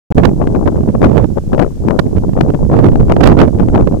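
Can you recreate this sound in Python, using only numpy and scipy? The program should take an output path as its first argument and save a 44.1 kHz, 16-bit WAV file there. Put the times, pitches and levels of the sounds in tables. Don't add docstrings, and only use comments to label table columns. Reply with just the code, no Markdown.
import sys
import numpy as np
from scipy import signal
from scipy.fft import rfft, irfft
from scipy.io import wavfile
from scipy.ndimage import uniform_filter1d

SR = 44100
rng = np.random.default_rng(int(sys.argv[2]) if len(sys.argv) > 2 else 0)


def to_wav(s):
    ch = np.atleast_2d(s).T
    pcm = np.round(np.clip(ch, -1, 1) * 32767)
    wavfile.write(sys.argv[1], SR, pcm.astype(np.int16))


N = 176400

# time in seconds, left and right strength in dB.
WIND_BED = [(0.101,-20,-20.5), (0.221,-13,-6.5), (0.35,-15.5,-13.5), (0.6,-10.5,-17), (0.8,-12.5,-10.5),
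            (0.971,-30,-13.5), (1.08,-19,-4.5), (1.2,-10.5,-4.5), (1.299,-24,-21), (1.45,-19,-16.5),
            (1.598,-7,-18), (1.742,-19.5,-20.5), (1.899,-6.5,-19.5), (2.05,-14,-20), (2.3,-16.5,-13),
            (2.45,-11,-18), (2.66,-28,-24), (2.802,-21.5,-5.5), (2.95,-10.5,-11.5), (3.101,-15,-11.5),
            (3.301,-4.5,-2.5), (3.429,-24.5,-22.5), (3.53,-18.5,-17), (3.68,-12.5,-11.5),
            (3.801,-17.5,-11.5), (4.0,-14.5,-26)]
# centre in seconds, length in seconds, left and right boost in dB (negative for a lull).
BUFFET_EDDIES = [ (.118,0.023,13.5,5), (.182,0.036,11,14), (.249,0.036,-1,16.5), (.294,0.032,5,4.5),
                 (.42,0.048,8.5,3), (.474,0.01,6,7.5), (.503,0.063,1.5,1.5), (.555,0.022,6,-5),
                 (.575,0.024,1.5,10.5), (.661,0.015,-3.5,14), (.679,0.025,9,4), (.75,0.023,-1,0),
                 (.888,0.031,15,6.5), (.952,0.04,23,2.5), (1.035,0.091,23,2.5), (1.18,0.027,-3,8.5),
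                 (1.246,0.024,0,11), (1.312,0.064,3,9.5), (1.376,0.035,15,2.5), (1.535,.022,9.5,11.5),
                 (1.598,.012,5,7), (1.623,0.037,7.5,5.5), (1.8,0.021,-11,7.5), (1.855,0.053,-1,9.5),
                 (1.909,0.0052,8,10), (1.994,0.018,-10,32.5), (2.066,0.033,0.5,13), (2.131,0.013,1.5,11.5),
                 (2.175,0.031,-4,11.5), (2.241,0.025,7,-1), (2.292,0.015,4.5,5), (2.376,0.034,7.5,5.5),
                 (2.411,0.0085,17,11.5), (2.44,0.032,2,10), (2.494,0.044,4,16.5), (2.549,0.032,12.5,7),
                 (2.635,0.11,14.5,12.5), (2.735,0.097,17,9.5), (2.797,0.018,15.5,1.5), (2.853,0.056,9,9.5),
                 (2.888,0.0084,11,5), (3.008,0.016,6,11), (3.104,0.049,10.5,3.5), (3.122,0.0053,16,6),
                 (3.166,0.0077,6.5,15), (3.211,0.01,4.5,12.5), (3.236,0.0076,-12,8), (3.255,0.075,-3,14),
                 (3.277,0.011,3.5,5), (3.324,0.024,3.5,7.5), (3.402,0.071,9,24.5), (3.435,0.057,17.5,6.5),
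                 (3.473,0.062,0.5,14), (3.549,0.038,7,7.5), (3.598,0.022,12.5,-7), (3.627,0.047,4.5,7),
                 (3.748,0.034,3.5,7.5), (3.79,0.11,12,3), (3.877,0.021,-6,15.5), (3.936,0.063,5.5,13.5)]
# centre in seconds, length in seconds, left and right boost in dB.
THUMP_EDDIES = [(.27,0.11,1,3.5), (.5,0.066,-1,10), (.882,0.045,5.5,-12), (1.165,0.032,-3,8),
                (2.18,0.033,13,4.5), (2.27,0.22,-1.5,6.5), (2.65,0.059,-4,7.5), (2.92,0.22,8,5.5),
                (3.008,0.071,6,8), (3.08,0.094,4,4.5), (3.3,0.096,-4,12.5), (3.42,0.078,-2,0.5),
                (3.615,.06,-7,6.5), (3.83,0.063,7,11), (3.95,0.064,-1,4)]
# frequency in Hz, left and right relative level in dB.
TURBULENCE_EQ = [(10, -1.5, -12), (24, -12, -3.5), (55, -3, 0.5), (123.5, -2.5, 3), (264, 0.5, 1.5),
                 (562, -0.5, -3.5), (1044, -3.5, -14), (2000, -10, -17), (5000, -3, -2)]
# frequency in Hz, relative level in dB.
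HISS_EQ = [(100, 3.5), (1000, 6), (2200, -4), (4200, -3.5), (5800, 0), (7200, 0), (9000, -4.5),
           (12000, -7.5), (15000, -11)]
# start in seconds, length of the spike in seconds, left and right gain in dB.
CLICK_AND_KNOCKS = [(.1235, 0.00065, 1, -7), (0.473, .0012, -3.5, -6), (2.168, 0.003, -25, -9.5),
                    (3.587, 0.00099, -11, -22)]
# start in seconds, end in seconds.
GATE_OPEN = [(.104, .125), (.147, 4.1)]

REFERENCE_DB = -12
PORT_TRIM_DB = -1.5, 0.
ROLLOFF_HZ = 261, 240.
BRIGHTEN_OCT_PER_DB = 0.1211
BRIGHTEN_LIMIT_DB = 19
SPREAD = 0.27
BASS_HZ, BASS_FOLLOW = 136, .7
THUMP_HZ = 119
FLUTTER_DB, FLUTTER_HZ = 2.68, 86.4
LEAN = 0.067
HISS_DB = -49
SPIKE_RISE_S = 0.00015
CEILING_DB, KNEE_HARDNESS, HIGH_CUT_HZ = 9, 10, 14900


def amp(db):
    return 10 ** (np.asarray(db) / 20)


def eq_gain(curve, hz, column=1):
    columns = np.transpose(curve)
    return amp(np.interp(np.log(hz + 1), np.log(columns[0] + 1), columns[column]))


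def stereo_noise(gain):
    hz = np.fft.rfftfreq(N, 1 / SR)
    noise = irfft(rfft(rng.standard_normal((2, N))) * gain(hz), N)
    return noise / np.sqrt(np.mean(noise ** 2, -1, keepdims=True) + 1e-20)


def eddy_swells_db(eddies):
    t, level_db = np.arange(N) / SR, np.zeros((2, N))
    for centre, length, *boost_db in eddies:
        near = abs(t - centre) < 2 * length
        since = t[near] - centre
        width = length * (1 + LEAN * np.sign(since))
        level_db[:, near] += np.outer(boost_db, np.exp(-(2 * since / width) ** 2))
    return level_db


def wind_strength_db():
    times, *ports_db = np.transpose(WIND_BED)
    bed_db = np.array([np.interp(np.arange(N) / SR, times, port) for port in ports_db])
    flutter = stereo_noise(lambda hz: hz / FLUTTER_HZ * np.exp(-(hz / FLUTTER_HZ) ** 2))
    return bed_db + eddy_swells_db(BUFFET_EDDIES) + FLUTTER_DB * flutter


def wind_rumble(band_count=20):
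    excess_db = wind_strength_db() - REFERENCE_DB
    thump_db = eddy_swells_db(THUMP_EDDIES)
    hz, centres_hz = np.fft.rfftfreq(N, 1 / SR), np.geomspace(25, 5000, band_count)
    rolloff_hz = np.array(ROLLOFF_HZ)[:, None]
    tone = np.array([eq_gain(TURBULENCE_EQ, hz, column) for column in (1, 2)])
    tone /= np.sqrt(np.mean((tone * np.exp(-hz / rolloff_hz)) ** 2, 1, keepdims=True))
    spectrum = rfft(rng.standard_normal((2, N))) * tone
    brighten_db = np.minimum(excess_db, BRIGHTEN_LIMIT_DB * np.tanh(excess_db / BRIGHTEN_LIMIT_DB))
    widen = 2 ** (BRIGHTEN_OCT_PER_DB * brighten_db)
    rumble = np.zeros((2, N))
    for centre, solo in zip(centres_hz[:-1], np.eye(band_count)):
        band = irfft(spectrum * np.interp(hz, centres_hz, solo), N)
        follow = 1 - (1 - BASS_FOLLOW) / (1 + (centre / BASS_HZ) ** 2)
        thump_share = np.exp(-(centre / THUMP_HZ) ** 2 / 2)
        treble_loss = np.exp(-centre / (rolloff_hz * widen))
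        rumble += band * amp(follow * excess_db + thump_share * thump_db) * treble_loss
    port_gain = amp(REFERENCE_DB + np.array(PORT_TRIM_DB))[:, None]
    return rumble / widen ** SPREAD * port_gain


def hiss():
    return amp(HISS_DB) * stereo_noise(lambda hz: eq_gain(HISS_EQ, hz))


def click_and_knocks():
    t, hits = np.arange(N) / SR, np.zeros((2, N))
    for start, length, *gain_db in CLICK_AND_KNOCKS:
        since = np.maximum(t - start, 0)
        attack = 1 - np.exp(-(since / SPIKE_RISE_S) ** 2)
        fall = (1 - since / length) * np.exp(-since / length)
        hits += np.outer(amp(gain_db), attack * fall)
    return hits


def scene():
    return wind_rumble() + hiss() + click_and_knocks()


def record(dry):
    t = np.arange(N) / SR
    is_open = sum(1. * ((t > start) & (t < end)) for start, end in GATE_OPEN)
    gate = uniform_filter1d(is_open, size=24)
    overloaded = dry / (1 + abs(dry / amp(CEILING_DB)) ** KNEE_HARDNESS) ** (1 / KNEE_HARDNESS)
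    high_cut = signal.firwin(255, HIGH_CUT_HZ, window=("kaiser", 8), fs=SR)
    return signal.oaconvolve(gate * overloaded, high_cut[None], "same")


dry = scene()
out = record(dry)
to_wav(out)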